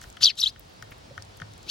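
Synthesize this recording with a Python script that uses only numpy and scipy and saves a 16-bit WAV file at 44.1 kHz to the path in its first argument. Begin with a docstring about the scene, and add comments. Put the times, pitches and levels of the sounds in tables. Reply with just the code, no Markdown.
"""Light taps, cracking seeds and a flutter come first: sparrows feed on a tray in a quiet garden.
Each beak blow excites the tray's damped modes; husks and wings give bursts and swells of noise.
A hand's width away, one bird gives two sharp, warbling chirps, and a third begins at the end.
Its syrinx makes a gliding whistle with hoarse edges, and its open beak filters the overtones."""
import sys
import numpy as np
from scipy import signal
from scipy.fft import rfft, irfft
from scipy.io import wavfile
from scipy.ndimage import uniform_filter1d

SR = 44100
rng = np.random.default_rng(int(sys.argv[2]) if len(sys.argv) > 2 else 0)


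def output_pcm(signal):
    """Save a mono or channel-first signal as 16-bit PCM at the path in sys.argv[1].

    Samples are clipped to [-1, 1] before scaling.
    """
    pcm = np.clip(np.atleast_2d(signal).T, -1, 1) * 32767
    wavfile.write(sys.argv[1], SR, np.round(pcm).astype(np.int16))


N = 74970
TIME = np.arange(N) / SR

# Spectrum of the garden's background: frequency_hz, gain_db
GARDEN_SPECTRUM = [(24, -44), (36, -14), (48, 2), (105, -1), (170, -5), (300, -10.5), (620, -7.5),
                   (1000, -11.5), (2100, -18.5), (4600, -18.5), (8300, -29.5), (11500, -34.5), (13500, -49),
                   (15500, -29)]
# Likeness of that background at the two ears: frequency_hz, correlation
GARDEN_CORRELATION = [(60, 0.84), (170, 0.72), (300, 0.52), (550, -0.55), (1650, -0.25), (5000, 0.44),
                      (15000, -0.63)]
# Brushes of feet and feathers: start_s, length_s, level_db, centre_hz, half_width_octaves
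BRUSH_STROKES = [(0, 0.15, -48, 51, 0.78), (0, 0.06, -51, 3570, 1.1), (0.165, 0.0099, -48.5, 3600, 0.64),
                 (0.418, .08, -51.5, 57, 0.16), (0.815, 0.042, -49.5, 66.4, 0.23),
                 (.911, 0.024, -47, 2180, 0.54), (0.899, .04, -53, 277, 0.32),
                 (1.1, 0.037, -48.5, 546, 0.1), (1.651, 0.044, -50, 222, 0.96)]
# Seed husks cracking, and the beak's tick just before the peck at 1.178 s: start_s, level_db, centre_hz
SNAPS = [(0.014, -38, 6400), (0.0385, -42, 5000), (0.0863, -53, 9100), (0.1012, -41.5, 6860),
         (.127, -47, 7150), (0.355, -43, 7060), (0.5951, -31, 16500), (.737, -53, 12800),
         (0.8243, -37, 5500), (.843, -58, 12000), (.981, -54, 11000), (1.1778, -44.5, 5700),
         (1.2231, -36, 5150), (1.2494, -49, 7400), (1.37, -45.5, 13100), (1.374, -46.5, 7900),
         (1.4008, -45, 5940), (1.417, -42, 4540), (1.519, -57, 10930), (1.536, -46.5, 6900),
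         (1.63, -46.5, 6960)]
# Sway of the whole tray under pecks and landings: start_s, level_db, pitch_hz, t60_s
TRAY_THUMPS = [(0.212, -45.5, 111.3, 0.6), (0.829, -44, 107.6, 0.27), (0.919, -39.5, 103.7, 0.096),
               (1.113, -41.5, 130, .12), (1.181, -43.5, 101.5, 0.82), (1.412, -37, 157, 0.15),
               (1.422, -39, 106.3, 0.62)]
# Modes of the struck tray: frequency_hz, level_db, t60_s
TRAY_MODES = [(542, -34.5, 0.22), (707, -29, 0.19), (1262, -18, 0.062), (1495, -1.5, 0.011),
              (1830, -12, 0.041), (2157, -15.5, 0.024), (3180, -10, 0.0066)]
# Pecks on the tray, the glancing ones brighter: start_s, level_db, tilt_db_per_octave
BEAK_BLOWS = [(0.015, -37, 2), (0.04, -36, 5), (0.169, -36.5, 11), (0.1720, -36.5, 10), (0.2087, -33.5, 7),
              (0.56, -38, 8), (0.8242, -29, -1), (0.9178, -40.5, 7), (0.9214, -45, 11),
              (1.1775, -23.5, -3.5), (1.3992, -35, 6), (1.4179, -24, -2.5)]

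# Contours of the three chirps: time_s, pitch_hz, whistle_db, rasp_db
WARBLED_CONTOUR = [(.206, 2700, -64, -63), (.214, 2797, -62, -60), (.223, 2807, -47, -40),
                   (.230, 2924, -51, -10.5), (.233, 3270, -14.5, -4), (.2355, 3940, -14.5, -20),
                   (.238, 4700, -1.5, -31), (.242, 5287, -13.5, -11.5), (.245, 4850, -2, -22.5),
                   (.249, 3613, -14, -18), (.252, 3294, -13, -33), (.255, 3720, -10.5, -19),
                   (.258, 4755, 2, -34), (.2605, 4293, -13, -35), (.263, 2962, -14.5, -36),
                   (.2675, 4326, -5.5, -36), (.272, 3273, -11, -33), (.275, 4126, -8, -36),
                   (.278, 3376, -9, -38), (.287, 3130, -9.5, -40), (.289, 2970, -25, -17),
                   (.296, 2904, -22, -20), (.305, 2435, -27.5, -21), (.307, 2300, -37, -25),
                   (.312, 2170, -39, -30.5), (.320, 1950, -42, -54)]
ARCHED_CONTOUR = [(.368, 3700, -70, -36), (.376, 3742, -43, -34), (.383, 3714, -43, -23),
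                  (.390, 3974, -41, -21), (.397, 4040, -20, -18), (.400, 4400, -20.5, -22),
                  (.404, 5547, -19, -24.5), (.410, 6240, -28.5, -23.5), (.414, 5520, -17.5, -29),
                  (.418, 4113, -17.5, -25), (.422, 3570, -21, -16), (.4255, 2696, -41, -57),
                  (.429, 3366, -16, -26), (.433, 4172, -18.5, -39), (.438, 3690, -7.5, -18),
                  (.443, 4084, -12.5, -36), (.447, 3228, -21, -32), (.456, 2960, -39, -22.5),
                  (.460, 3137, -12, -49), (.465, 3234, -14.5, -43), (.474, 3920, -14, -41),
                  (.481, 4300, -22, -41), (.483, 4370, -26, -36), (.494, 3970, -36, -49),
                  (.496, 5000, -44, -48), (.503, 5070, -35, -58), (.508, 4700, -60, -60)]
RISING_CONTOUR = [(1.660, 2290, -67, -68), (1.677, 2288, -53, -57), (1.686, 2558, -44, -52),
                  (1.693, 2870, -34, -29), (1.697, 3590, -27, -34), (1.700, 4810, -18.5, -44)]
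# The other side of the syrinx, joining at the top of the first chirp: time_s, pitch_hz, level_db
SECOND_SIDE_CONTOUR = [(.236, 4905, -17), (.240, 5780, -11.5), (0.242, 6100, -7), (0.247, 5684, -10),
                       (0.248, 4625, -3), (0.254, 4320, -37), (0.257, 3650, -10), (0.265, 4380, -39)]
# Overtones of the whistle, before the beak's filter: pitch_multiple, level_db
WHISTLE_OVERTONES = [(2, -18.5), (3, -27.5)]
# Noise bands of the rough voice, before the beak's filter: pitch_multiple, level_db
HOARSE_BANDS = [(1, -16), (2, -1.5), (3, -22.5)]
# Bands between the harmonics, from period doubling: pitch_multiple, level_db
PERIOD_DOUBLING_BANDS = [(1.5, -8.5), (2.5, -35)]
# Response of the open beak: frequency_hz, gain_db
BEAK_RESPONSE = [(1000, 13), (3000, 5.5), (4500, 4.5), (6300, -12), (7700, -14), (9000, -27.5),
                 (11500, -0.5), (12400, -25), (13200, -49), (16000, -46)]
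# Spectrum of air hissing through the beak: frequency_hz, gain_db
BREATH_SPECTRUM = [(300, -30), (1200, -10.5), (2100, -13.5), (3200, 7), (4200, 5.5), (6300, -1),
                   (7600, -8.5), (9000, -20.5), (11000, -7.5), (12300, -15.5), (13000, -28), (16000, -21)]
# Envelope of that hiss: time_s, level_db
BREATH_ENVELOPE = [(0.203, -55), (0.206, -45.5), (0.216, -32), (0.226, -21.5), (.243, -27), (0.258, -18.5),
                   (0.278, -27), (.311, -42), (.326, -66), (.366, -55), (0.378, -35.5), (0.394, -31.5),
                   (.408, -39.5), (.426, -32), (0.437, -30), (.452, -33.5), (0.488, -33), (0.499, -38.5),
                   (.515, -92), (1.655, -58.5), (1.678, -50), (1.700, -29.5)]
# The bird at the right ear, relative to the left: frequency_hz, gain_db
RIGHT_EAR_RESPONSE = [(700, -40), (1400, 0.5), (2500, -15.5), (3300, -8), (4000, -4), (4700, -3.5),
                      (6000, -5.5), (8000, -0.5), (15000, 1)]

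JITTER, SHIMMER, UNSTEADY_HZ = 0.011, 0.11, 730  # rms fractions of pitch and amplitude; their bandwidth
HOARSE_WIDTH_HZ, RIGHT_LAG_S = 520, .000025
PECK_RISE_S, THUMP_RISE_S = 0.00208, 0.0022
CRACK_T60_S, CRUMBS_PER_S = 0.013, 54
THRESHOLD_DB, DUCK_SHARE, RECOVER_DB_PER_S = -26.5, 0.3, 66
CUTOFF_HZ = 16300


def amp(db):
    """Amplitude grows tenfold for every 20 dB."""
    return 10 ** (np.asarray(db) / 20)


def unit(x):
    """Normalisation brings a signal to an rms of one."""
    return x / np.sqrt(np.mean(abs(x) ** 2) + 1e-20)


def read_curve(points, hz):
    """Interpolation along log frequency joins a table's points."""
    table_hz, value = np.transpose(points)
    return np.interp(np.log(hz + 1), np.log(table_hz + 1), value)


def colour(x, response):
    """A linear filter multiplies the spectrum by its response."""
    hz = np.fft.rfftfreq(len(x), 1 / SR)
    return irfft(rfft(x) * amp(read_curve(response, hz)), len(x))


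def band_noise(count, centre_hz, octaves):
    """Band-pass filtering confines white noise to a bell-shaped band."""
    detuning = np.log2((np.fft.rfftfreq(count, 1 / SR) + 1) / centre_hz) / octaves
    return unit(irfft(rfft(rng.standard_normal(count)) / (1 + detuning ** 2), count))


def wander(bandwidth_hz):
    """Low-pass filtering turns white noise into smooth random motion."""
    low_pass = np.exp(-(np.fft.rfftfreq(N, 1 / SR) / bandwidth_hz) ** 2)
    return unit(irfft(rfft(rng.standard_normal(N)) * low_pass, N))


def envelope(time_s, level_db):
    """Amplitude changes exponentially between points and is silent outside them."""
    return amp(np.interp(TIME, time_s, level_db, left=-150, right=-150))


def add(mix, start_s, sound):
    """Superposition: a sound adds to the mix from its start time."""
    part = mix[..., max(round(start_s * SR), 0):][..., :sound.shape[-1]]
    part += sound[..., :part.shape[-1]]


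def echoes(x, level_db, t60_s):
    """Scattered reflections, different at each ear, decay exponentially."""
    t = np.arange(SR // 2) / SR
    taps = rng.standard_normal((2, len(t)))
    arrivals = (rng.random(taps.shape) < .1) * (t > .001)
    taps *= arrivals * amp(-60 * t / t60_s)
    taps /= np.linalg.norm(taps, axis=1, keepdims=True)
    return amp(level_db) * signal.fftconvolve(x, taps, axes=1)[:, :N]


def garden(level_db=-49, patch_db=.8):
    """Distant rumble and leaf hiss form a noise field, partly correlated between the ears."""
    hz = np.fft.rfftfreq(1024, 1 / SR)
    left_re, left_im, other_re, other_im, patches = rng.standard_normal((N // 256 + 5, 513, 5)).T
    patches = uniform_filter1d(patches, size=14, axis=0)  # the level drifts in patches of frequency
    patches = unit(uniform_filter1d(patches, size=10, axis=1))  # and of time
    correlation = np.clip(read_curve(GARDEN_CORRELATION, hz), -1, 1)[:, None]
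    left = left_re + 1j * left_im
    right = correlation * left + np.sqrt(1 - correlation ** 2) * (other_re + 1j * other_im)
    spectra = np.array([left, right]) * amp(patch_db * patches)
    noise = signal.istft(spectra, nperseg=1024, noverlap=768)[1][:, :N]
    return amp(level_db) * unit(np.array([colour(side, GARDEN_SPECTRUM) for side in noise]))


def wings_and_feet():
    """Air moved by wings and the friction of feet give soft swells of band noise."""
    out = np.zeros(N)
    for start_s, length_s, level_db, centre_hz, octaves in BRUSH_STROKES:
        swell = np.hanning(round(length_s * SR))
        noise = unit(band_noise(SR // 2, centre_hz, octaves)[:len(swell)])
        add(out, start_s, amp(level_db) * swell * noise)
    return out


def snap(centre_hz):
    """A brief impulse is heard as a fast-decaying band of noise, here independent at each ear."""
    t = np.arange(2048) / SR
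    noise = np.array([band_noise(len(t), centre_hz, octaves=0.37) for ear in range(2)])
    return amp(-60 * t / CRACK_T60_S) * noise


def seeds():
    """Fracturing husks and a beak's tick snap, and the impacts of crumbs tick on the tray at random."""
    out = np.zeros((2, N))
    for start_s, level_db, centre_hz in SNAPS:
        add(out, start_s, amp(level_db) * snap(centre_hz))
    for when, faintness, brightness in rng.random((round(CRUMBS_PER_S * N / SR), 3)):
        level_db = -76.5 - 13 * np.log(faintness + 0.081)  # many faint ticks, few strong ones
        add(out, when * N / SR, amp(level_db) * snap(5000 + 9000 * brightness))
    return out


def tray_thumps():
    """The whole tray sways as a damped oscillator of low frequency."""
    out, t = np.zeros(N), np.arange(SR // 2) / SR
    for start_s, level_db, pitch_hz, t60_s in TRAY_THUMPS:
        rise = np.sin(np.pi / 2 * np.minimum(t / THUMP_RISE_S, 1)) ** 2
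        add(out, start_s, amp(level_db - 60 * t / t60_s) * rise * np.sin(2 * np.pi * pitch_hz * t))
    return out


def pecks():
    """A beak's impact excites the tray's modes, and each decays at its own rate."""
    out, t = np.zeros(N), np.arange(SR // 10) / SR
    rise = np.sin(np.pi / 2 * np.minimum(t / PECK_RISE_S, 1)) ** 4
    since_peak = t - PECK_RISE_S
    strongest_hz = max(TRAY_MODES, key=lambda mode: mode[1])[0]
    for start_s, level_db, tilt_db_per_octave in BEAK_BLOWS:
        ring = np.zeros(len(t))
        for hz, mode_db, t60_s in TRAY_MODES:
            tilt_db = tilt_db_per_octave * np.log2(hz / strongest_hz)
            decay_db = 60 * np.maximum(since_peak, 0) / t60_s
            ring += amp(mode_db + tilt_db - decay_db) * np.sin(2 * np.pi * hz * since_peak)
        add(out, start_s, amp(level_db) * rise * ring)
    pair = np.array([out, out * amp(-7.5)])  # weaker on the right
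    return pair + echoes(pair, level_db=-12, t60_s=0.18)


def syrinx_phase(time_s, pitch_hz):
    """The phase of one side of the syrinx is the integral of its gliding, jittering frequency."""
    glide_hz = uniform_filter1d(np.interp(TIME, time_s, pitch_hz), size=66)
    return 2 * np.pi * np.cumsum(glide_hz * (1 + JITTER * wander(UNSTEADY_HZ))) / SR


def whistle(phase):
    """A nearly sinusoidal oscillation of unsteady amplitude has weak overtones, filtered by the beak."""
    overtones = sum(amp(db) * np.sin(round(multiple) * phase) for multiple, db in WHISTLE_OVERTONES)
    tone = np.sin(phase) + colour(overtones, BEAK_RESPONSE)
    return np.sqrt(2) * tone * (1 + SHIMMER * wander(UNSTEADY_HZ))


def rasp(phase):
    """Random modulation broadens harmonics and period-doubling lines into hoarse bands."""
    bands = np.zeros(N)
    for multiple, level_db in HOARSE_BANDS + PERIOD_DOUBLING_BANDS:
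        in_phase = wander(HOARSE_WIDTH_HZ) * np.sin(multiple * phase)
        quadrature = wander(HOARSE_WIDTH_HZ) * np.cos(multiple * phase)
        bands += amp(level_db) * (in_phase + quadrature)
    return colour(bands, BEAK_RESPONSE)


def chirp(contour):
    """One frequency-modulated oscillation carries both whistle and rasp, each with its own envelope."""
    time_s, pitch_hz, whistle_db, rasp_db = np.transpose(contour)
    phase = syrinx_phase(time_s, pitch_hz)
    return envelope(time_s, rasp_db) * rasp(phase) + envelope(time_s, whistle_db) * whistle(phase)


def right_ear(left):
    """Sound from the left reaches the far ear later and filtered."""
    padded = np.pad(left, (0, SR // 4))
    delay = np.exp(-2j * np.pi * np.fft.rfftfreq(len(padded), 1 / SR) * RIGHT_LAG_S)
    return irfft(rfft(colour(padded, RIGHT_EAR_RESPONSE)) * delay, len(padded))[:N]


def sparrow():
    """The two sides of the syrinx oscillate independently while air hisses through the beak."""
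    left = chirp(WARBLED_CONTOUR) + chirp(ARCHED_CONTOUR) + chirp(RISING_CONTOUR)
    time_s, pitch_hz, level_db = np.transpose(SECOND_SIDE_CONTOUR)
    left += envelope(time_s, level_db) * whistle(syrinx_phase(time_s, pitch_hz))
    breath = unit(colour(rng.standard_normal(N), BREATH_SPECTRUM))
    left += envelope(*np.transpose(BREATH_ENVELOPE)) * breath
    pair = np.array([left, right_ear(left)])
    near_echoes = echoes(pair, level_db=-11, t60_s=0.035)
    far_echoes = echoes(pair, level_db=-29, t60_s=0.27)
    return pair + near_echoes + far_echoes


def scene():
    """The pressures of all sources at the feeder add linearly."""
    return sparrow() + pecks() + tray_thumps() + seeds() + wings_and_feet() + garden()


def record(dry):
    """Gentle compression ducks the whole mix at a loud chirp; a low-pass filter limits the band."""
    power = uniform_filter1d((dry ** 2).mean(0), size=300)
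    power_db = 10 * np.log10(abs(power) + 1e-12)
    fall_db = TIME * RECOVER_DB_PER_S
    held_db = np.maximum.accumulate(power_db + fall_db) - fall_db  # each peak fades at a steady rate
    excess_db = np.maximum(held_db - THRESHOLD_DB, 0)
    ducked = dry * amp(-DUCK_SHARE * uniform_filter1d(excess_db, size=200))
    low_pass = signal.firwin(255, CUTOFF_HZ, window=("kaiser", 9), fs=SR)
    return signal.oaconvolve(ducked, low_pass[None], "same")


dry = scene()
out = record(dry)
output_pcm(out)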